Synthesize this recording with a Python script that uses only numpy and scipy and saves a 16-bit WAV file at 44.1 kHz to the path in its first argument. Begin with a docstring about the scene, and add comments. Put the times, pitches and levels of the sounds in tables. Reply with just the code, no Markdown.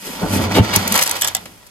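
"""A metal scoop digs through feed pellets in a plastic barrel, close by, in a small feed room.
Pellets crunch, hiss and snap: random trains of tiny collisions, filtered to each sound's spectrum.
The push rumbles and drones in the barrel wall; knocks, booms and clacks are decaying oscillations.
Most layers pass through a short diffuse reverberation, the hollow of barrel and room."""
import sys
import numpy as np
from scipy import signal
from scipy.fft import rfft, irfft
from scipy.io import wavfile

SR = 44100
rng = np.random.default_rng(int(sys.argv[2]) if len(sys.argv) > 2 else 0)


def wav_out(sig):
    """Save sig, one row per channel (or a flat mono array), as 16-bit PCM at SR to the path in sys.argv[1]."""
    wavfile.write(sys.argv[1], SR, np.round(np.clip(np.atleast_2d(sig).T, -1, 1) * 32767).astype(np.int16))


N = 74970
TIME = np.arange(N) / SR  # seconds

# spectrum of pellets grinding, also the duller body of snaps and scrapes: pitch_hz, relative level_db per Hz
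GRIND_SPECTRUM = [(60, -47), (140, -6), (300, -7), (650, 0), (1100, 2.5), (1600, -2.5), (2200, -1.5),
                  (3300, -4), (5000, -4.5), (8000, -18), (16000, -34)]
# bright spectrum of single pellets snapping or ticking: pitch_hz, relative level_db per Hz
SNAP_SPECTRUM = [(300, -22), (2000, -11.5), (4500, 0), (7500, -0.5), (9700, 0), (12000, -1), (13500, -0.5),
                 (15000, -10), (16000, -6.5)]


def amp(db):
    """Level in decibels is twenty times the logarithm of the amplitude ratio returned here."""
    return 10 ** (np.asarray(db) / 20)


def unit(x):
    """Root-mean-square normalisation: the mean power becomes 1."""
    return x / np.sqrt(np.mean(x ** 2) + 1e-20)


def level(points):
    """Amplitude envelope: straight lines in decibels become a gain for every sample."""
    time_s, level_db = np.transpose(points)
    return amp(np.interp(TIME, time_s, level_db))


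def read(points, hz):
    """Interpolation on a logarithmic frequency axis."""
    f, value = np.transpose(points)
    return np.interp(np.log(hz + 1), np.log(f + 1), value)


def through(x, response):
    """A linear system's output is its input convolved with its impulse response."""
    return signal.fftconvolve(np.atleast_2d(x), np.atleast_2d(response), axes=1)[:, :N]


def colour(spectrum, size=4096):
    """Minimum-phase filter: the Hilbert transform of the log gain gives the phase; energy 1."""
    hz = abs(np.fft.fftfreq(size, 1 / SR))
    log_gain = np.log(amp(read(spectrum, hz)))
    transfer = np.exp(signal.hilbert(log_gain).conj())
    h = np.fft.ifft(transfer).real[:size // 2]
    return h / np.linalg.norm(h)


def ring(modes):
    """Modal superposition: an impulse excites exponentially dying cosines; energy 1."""
    t = TIME[:SR // 2]
    h = np.zeros(len(t))
    for k, (hz, db, t60) in enumerate(modes):
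        sign = (-1) ** k  # neighbouring modes start in opposite directions
        h += sign * amp(db - 60 * t / t60) * np.cos(2 * np.pi * hz * t)
    return h / np.linalg.norm(h)


def grains(per_s, spread_db, clump_db, clump_s):
    """Granular shot noise: random collisions of uneven size whose strength swells in clumps."""
    size = amp(spread_db * np.minimum(rng.exponential(1, N), 4))
    struck = rng.random(N) < per_s / SR
    clicks = size * rng.choice([-1, 1], N) * struck
    knots = rng.standard_normal(N)
    clumps = amp(clump_db * np.interp(TIME / clump_s, np.arange(N), knots))
    return unit(clicks * clumps)


def waver(hz, wander_hz, flutter_db, step_s):
    """Random frequency and amplitude modulation of a sine, whose phase is its summed frequency."""
    knots = rng.standard_normal((2, N))
    pitch, size = [np.interp(TIME / step_s, np.arange(N), k) for k in knots]
    phase = 2 * np.pi * np.cumsum(hz + wander_hz * pitch) / SR
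    return unit(amp(flutter_db * size) * np.sin(phase))


def hollow(x, wet_db, mono_hz=170):
    """Diffuse reverberation: decaying noise, coherent between the sides only in the bass."""
    # decay of the reflections: pitch_hz, t60_s
    decay = [(100, 0.071), (700, 0.18), (3000, 0.12), (8000, 0.046), (16000, 0.035)]
    # phase by which the left side leads the right: pitch_hz, lead_rad
    left_lead = [(0, 0.65), (1380, 0.51), (2670, 1.88), (3450, 0.58), (4390, 4.48), (5600, 4), (6200, 0.73),
                 (6720, 2.06), (7580, 0.5), (10100, 3.6), (11700, 6.7), (12900, 7.3), (14000, 9.3),
                 (16000, 9.6)]
    hz, t, z = signal.stft(rng.standard_normal((2, SR // 3)), SR, nperseg=256)
    same = 1 / (1 + (hz[:, None] / mono_hz) ** 2)
    z[1] = same * z[0] + np.sqrt(1 - same ** 2) * z[1]
    fading = amp(-60 * t / read(decay, hz)[:, None])
    tail = signal.istft(z * fading, SR, nperseg=256)[1]
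    tail /= np.linalg.norm(tail[0])
    left = x[0]
    lag = np.exp(-1j * read(left_lead, np.fft.rfftfreq(N, 1 / SR)))
    right = irfft(rfft(left) * lag, N)
    direct = np.array([left, right])
    return (direct + amp(wet_db) * through(left, tail)) / np.hypot(1, amp(wet_db))


def room_tone(level_db=-49):
    """Partly correlated noise: quiet steady air, its sides sharing a little of one random source."""
    # spectrum of the air: pitch_hz, relative level_db per Hz
    air_spectrum = [(20, 8), (50, 13.5), (120, 2), (200, -7), (500, -2.5), (2000, -5.5), (8000, -8),
                    (13000, -10.5), (16000, -22)]
    own, shared = rng.standard_normal((2, N)), rng.standard_normal(N)
    return amp(level_db) * unit(through(shared + 3.1 * own, colour(air_spectrum)))


def wall_hum(drone_hz=97.7, groan_hz=191):
    """Narrow-band vibration: digging shakes a low wall mode, and the juddering scoop makes it groan."""
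    # drone shaken by the digging: time_s, level_db
    drone_level = [(0, -60), (.16, -59), (.2, -39), (.28, -32.5), (.32, -23), (.44, -23.5), (.47, -24.5),
                   (.56, -24), (.64, -32), (.7, -38), (.79, -25), (.85, -37), (.93, -33.5), (1.02, -58),
                   (1.12, -46), (1.3, -45.5), (1.42, -50.5), (1.7, -66)]
    drone = level(drone_level) * waver(drone_hz, wander_hz=14, flutter_db=3, step_s=.012)
    # the scoop judders along the wall as it is drawn up
    start_s, end_s, groan_db, fade_s = .78, 0.99, -28.5, 0.06
    gate = np.clip(np.minimum(TIME - start_s, end_s - TIME) / fade_s, 0, 1)
    groan = waver(groan_hz, wander_hz=12, flutter_db=4, step_s=.01)
    return drone + amp(groan_db) * gate * groan


def rumble():
    """Stick-slip excitation: the packed feed shakes the upper modes of the barrel wall."""
    # force of the scoop dragging on the wall, before the layer gains: time_s, level_db
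    push = [(0, -49.5), (.07, -37), (.15, -40.5), (.21, -31), (.23, -16.5), (.28, -30), (.37, -19),
            (.41, -23.5), (.49, -27.5), (.54, -25), (.57, -11), (.6, -20), (.66, -30), (.74, -30.5),
            (.78, -29.5), (.83, -30.5), (.92, -29.5), (1.0, -47.5), (1.3, -51.5), (1.42, -45), (1.7, -63.5)]
    # broad spectrum of the wall: pitch_hz, relative level_db per Hz
    wall_spectrum = [(20, -20), (48, -4), (80, -26.5), (140, -7.5), (230, 2), (300, 0), (450, -5),
                     (800, -14.5), (1500, -16), (4000, -75), (16000, -94)]
    # modes of the barrel: pitch_hz, relative level_db, t60_s
    barrel_modes = [(185, 7, 0.11), (236.8, 3, 0.13), (288, -7.5, 0.04), (332, -11, 0.046),
                    (408, -13, 0.18), (643, -1.5, 0.12), (678, 4, 0.046), (887, -6, 0.12)]
    drive = grains(per_s=1200, spread_db=1.5, clump_db=2.5, clump_s=0.0098) * level(push)
    broad = amp(1.0) * through(drive, colour(wall_spectrum))
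    modal = amp(-5) * through(drive, ring(barrel_modes))
    return hollow(broad + modal, wet_db=-7) * amp_sides(-.7, .7)


def booms(pitch_hz=108, t60_s=0.12):
    """Damped oscillation: deep blows heave the whole wall, which swings at one low mode and dies away."""
    # blows: start_s, level_db
    blows = np.array([(0.596, -0.5), (.607, -7.5), (0.77, -14.5)])
    t = np.maximum(TIME - blows[:, :1], 0)
    decay = np.exp(-np.log(1000) * t / t60_s)  # down 60 dB after t60_s
    return amp(blows[:, 1]) @ (decay * np.sin(2 * np.pi * pitch_hz * t))


def knocks(swell_cycles=0.61):
    """Local impact response: each struck patch swings for a few cycles and stirs the barrel's modes."""
    # scoop bumping the barrel, level ahead of the swing's envelope: start_s, level_db, pitch_hz
    bumps = [(.072, -24, 313), (.215, -19, 455), (0.221, -21, 795), (.227, -16.5, 345), (.233, -13, 218),
             (.236, -19, 685), (0.245, -21.5, 437), (.258, -21, 251), (0.361, -8.5, 259), (0.377, -18, 161),
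             (0.398, -23, 350), (.441, -19, 298), (.572, -5.5, 720), (0.576, -4.5, 377), (.583, -4, 650),
             (0.5853, -1.5, 258), (.607, -3.5, 208), (0.765, -12, 280), (0.77, -11.5, 214)]
    # modes of the barrel: pitch_hz, relative level_db, t60_s
    barrel_modes = [(185, 7, 0.11), (236.8, 3, 0.13), (288, -7.5, 0.04), (332, -11, 0.046),
                    (408, -13, 0.18), (643, -1.5, 0.12), (678, 4, 0.046), (887, -6, 0.12)]
    patches = np.zeros(N)
    for start, db, hz in bumps:
        cycles = np.maximum(TIME - start, 0) * hz
        u = cycles / swell_cycles
        swell = u * np.exp(1 - u)  # peaks at 1 when u is 1
        patches += amp(db) * swell * np.sin(2 * np.pi * cycles)
    stirred = amp(-36) * through(patches, ring(barrel_modes))
    return hollow(patches + stirred, wet_db=-11)


def clacks():
    """Impulse excitation: a hard tap rings the scoop's lightly loaded modes as it comes clear."""
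    # hard taps: start_s, level_db
    hard_taps = [(1.2205, -10), (1.3494, 3.5), (1.3665, -6), (1.4556, -26)]
    # modes of the lifted scoop: pitch_hz, relative level_db, t60_s
    lifted_modes = [(500, -5, 0.037), (670, 3.5, 0.056), (775, 5, 0.045), (1310, 1, 0.03), (2017, 6, 0.051),
                    (3218, -4, 0.032), (3516, -9, 0.06), (4830, 2, 0.061), (7120, 8.5, 0.039),
                    (7600, 5, 0.023)]
    taps = np.zeros(N)
    for start, db in hard_taps:
        taps[round(start * SR)] = amp(db)
    return hollow(through(taps, ring(lifted_modes)), wet_db=-9)


def ticks(start_s=.92, end_s=1.3, fade_s=0.04, level_db=-30):
    """Sparse random impacts: loose pellets spill from the rising scoop and tick one by one."""
    spill = np.clip(np.minimum(TIME - start_s, end_s - TIME) / fade_s, 0, 1)
    impacts = grains(per_s=280, spread_db=5.0, clump_db=8.0, clump_s=.01)
    drive = impacts * spill * amp(level_db)
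    return hollow(through(drive, colour(SNAP_SPECTRUM)), wet_db=-1)


def scrapes(fade_s=0.0067):
    """Sustained modal excitation: pellets rasp along the metal and keep its modes ringing."""
    # hard scrapes through the feed, before the layer gains: start_s, end_s, level_db
    strokes = [(0.54, 0.591, -16.5), (0.722, 0.753, -20), (0.924, 1.023, -25.5)]
    # resonances of the blade: pitch_hz, relative level_db, t60_s
    blade_modes = [(1880, -11.5, 0.07), (2280, 1, 0.035), (2796, -1.5, 0.048), (3140, 2.5, 0.014),
                   (3670, 6, 0.0051)]
    effort = np.zeros(N)
    for start, end, db in strokes:
        effort += amp(db) * np.clip(np.minimum(TIME - start, end - TIME) / fade_s, 0, 1)
    drive = grains(per_s=2400, spread_db=2.5, clump_db=1, clump_s=0.005) * effort
    ringing = amp(-4) * through(drive, ring(blade_modes))
    grinding = amp(-4.5) * through(drive, colour(GRIND_SPECTRUM))
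    return hollow(ringing + grinding, wet_db=-2)


def slide():
    """Sliding friction as dense micro-impacts: fine bright grains as the feed slips along the metal."""
    # pellets and sleeve sliding: time_s, level_db
    slide_level = [(0, -38.5), (.07, -29.5), (.2, -35.5), (.28, -34.5), (.33, -22), (.365, -22.5),
                   (.395, -35), (.425, -26.5), (.49, -43.5), (.535, -32.5), (.572, -20.5), (.605, -39.5),
                   (.68, -36.5), (.725, -34), (.745, -34), (.785, -27), (.86, -35), (.91, -29),
                   (.955, -23.5), (1.02, -25.5), (1.05, -27.5), (1.14, -34), (1.195, -34), (1.24, -29.5),
                   (1.33, -40), (1.5, -47.5), (1.7, -57)]
    # bright spectrum of the sliding: pitch_hz, relative level_db per Hz
    slide_spectrum = [(300, -34.5), (2000, -2), (5000, -3), (8000, -3), (9700, -3.5), (12000, -1.5),
                      (13500, -2.5), (15000, -27), (16000, -98)]
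    drive = grains(per_s=8100, spread_db=4, clump_db=1.5, clump_s=0.0024) * level(slide_level)
    return hollow(through(drive, colour(slide_spectrum)), wet_db=1.0)


def snaps(rise_s=0.00032, fall_s=0.0015):
    """Fracture-like bursts: milliseconds of cracking at the edge, and one impulse that rings the scoop."""
    # pellets snapping, before the layer gains; dull part and ring relative to level_db:
    # start_s, level_db, length_s, dull_db, ring_db
    bursts = [(.516, -29.5, 0.009, 5, -13), (0.645, -32, 0.007, 10, -19), (0.735, -22, 0.01, 6, -5),
              (0.752, -19.5, 0.0044, 5, -20), (0.7596, -3.5, 0.0039, -15.5, -28),
              (0.8763, -12, 0.0038, -22.5, -29.5), (0.9222, -8, 0.0035, -23, -29),
              (0.941, -11.5, 0.0036, -15, -3), (0.953, -14, 0.0052, -0.5, 3.5),
              (0.9597, -13, 0.0059, -8, -28), (0.9764, -8, 0.0015, -21, -17),
              (0.9891, -13.5, 0.0056, 0, -21), (1.0123, -18.5, 0.011, 2.5, 5.5),
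              (1.025, -7, 0.0028, -22, -13), (1.035, -11, 0.0031, -24, -24),
              (1.06, -19.5, 0.0095, -4.5, -2.5), (1.075, -14.5, 0.0029, -17, -6),
              (1.0938, -11, 0.0026, -27, -18), (1.1113, -8.5, 0.0032, -27, -28),
              (1.1617, -26, 0.0086, -0.5, 7.5), (1.2108, -16.5, 0.0062, -14, -20),
              (1.219, -8, 0.0028, -9, 1.5), (1.232, -28, 0.0031, -4, 18), (1.245, -15, 0.0052, -14, 6.5),
              (1.274, -11.5, 0.0023, -14, -17), (1.28, -20, 0.007, -7.5, 7.5),
              (1.3489, -9, 0.0025, -13, -2), (1.3668, -21.5, 0.0014, -5, -0.5),
              (1.4556, -36.5, 0.006, 7, -16), (1.666, -39.5, 0.0076, -14, -28)]
    # modes of the scoop, damped by the feed: pitch_hz, relative level_db, t60_s
    scoop_modes = [(640, -3, 0.025), (765, 2, 0.043), (1100, -7, 0.033), (1660, 7, 0.03),
                   (1980, -28, 0.027), (2810, 0, 0.033), (3090, 19.5, 0.0095), (3553, 14, 0.027),
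                   (4560, -3, 0.01), (5540, 17.5, 0.011), (7910, 15.5, 0.018)]
    bright, dull, taps = np.zeros((3, N))
    for start, db, length, dull_db, ring_db in bursts:
        t = TIME - start
        attack = np.clip(t / rise_s, 0, 1)
        release = np.exp(-np.maximum(t - length, 0) / fall_s)
        shape = amp(db) * attack * release
        bright += shape
        dull += shape * amp(dull_db)
        taps[round((start + length / 2) * SR)] = amp(db + ring_db)
    cracks = [grains(per_s=9000, spread_db=2.5, clump_db=2.5, clump_s=0.0007) for _ in range(2)]
    edge = through(bright * cracks[0], colour(SNAP_SPECTRUM))
    thud = amp(-1.5) * through(dull * cracks[1], colour(GRIND_SPECTRUM))
    ringing = amp(15.5) * through(taps, ring(scoop_modes))
    bright_part = hollow(edge, wet_db=-9.5) * amp_sides(.3, -.3)
    return bright_part + hollow(thud + ringing, wet_db=-4) * amp_sides(-.7, .7)


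def crunch():
    """Granular collision noise: pellets grind against each other deep in the barrel."""
    # grinding, before the balance of the sides: time_s, level_db
    crunch_level = [(0, -45), (.07, -38.5), (.21, -31.5), (.23, -32), (.25, -37.5), (.29, -31),
                    (.335, -28.5), (.4, -27.5), (.45, -24), (.49, -34.5), (.52, -22), (.55, -22.5),
                    (.58, -28), (.605, -33.5), (.69, -22), (.745, -25), (.79, -25), (.85, -26.5), (.9, -24),
                    (.955, -16.5), (1.02, -35.5), (1.05, -34.5), (1.11, -26.5), (1.165, -24.5), (1.2, -43),
                    (1.235, -23), (1.285, -32), (1.32, -39.5), (1.39, -40.5), (1.44, -49.5), (1.52, -54),
                    (1.7, -55.5)]
    drive = grains(per_s=1700, spread_db=3.5, clump_db=2.0, clump_s=0.0032) * level(crunch_level)
    return hollow(through(drive, colour(GRIND_SPECTRUM)), wet_db=-1.5) * amp_sides(-.8, .8)


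def amp_sides(left_db, right_db):
    """Stereo balance by level difference: one gain for each side."""
    return amp([[left_db], [right_db]])


def scene():
    """Linear superposition: the pressures of all sources add."""
    background = room_tone() + wall_hum() + rumble()
    blows = booms() + knocks() + clacks()
    pellets = ticks() + scrapes() + slide() + snaps() + crunch()
    return background + blows + pellets


def record(dry, low_hz=43, ceiling=0.88, edge_hz=16200):
    """High-pass, soft saturation, low-pass: less deep bass, rounded peaks, then the band limit."""
    thin = signal.sosfilt(signal.butter(3, low_hz, "high", fs=SR, output="sos"), dry)
    held = thin / (1 + (thin / ceiling) ** 6) ** (1 / 6)
    band_limit = signal.firwin(511, edge_hz, window=("kaiser", 9), fs=SR)
    return signal.oaconvolve(held, band_limit[None], "same")


dry = scene()
out = record(dry)
wav_out(out)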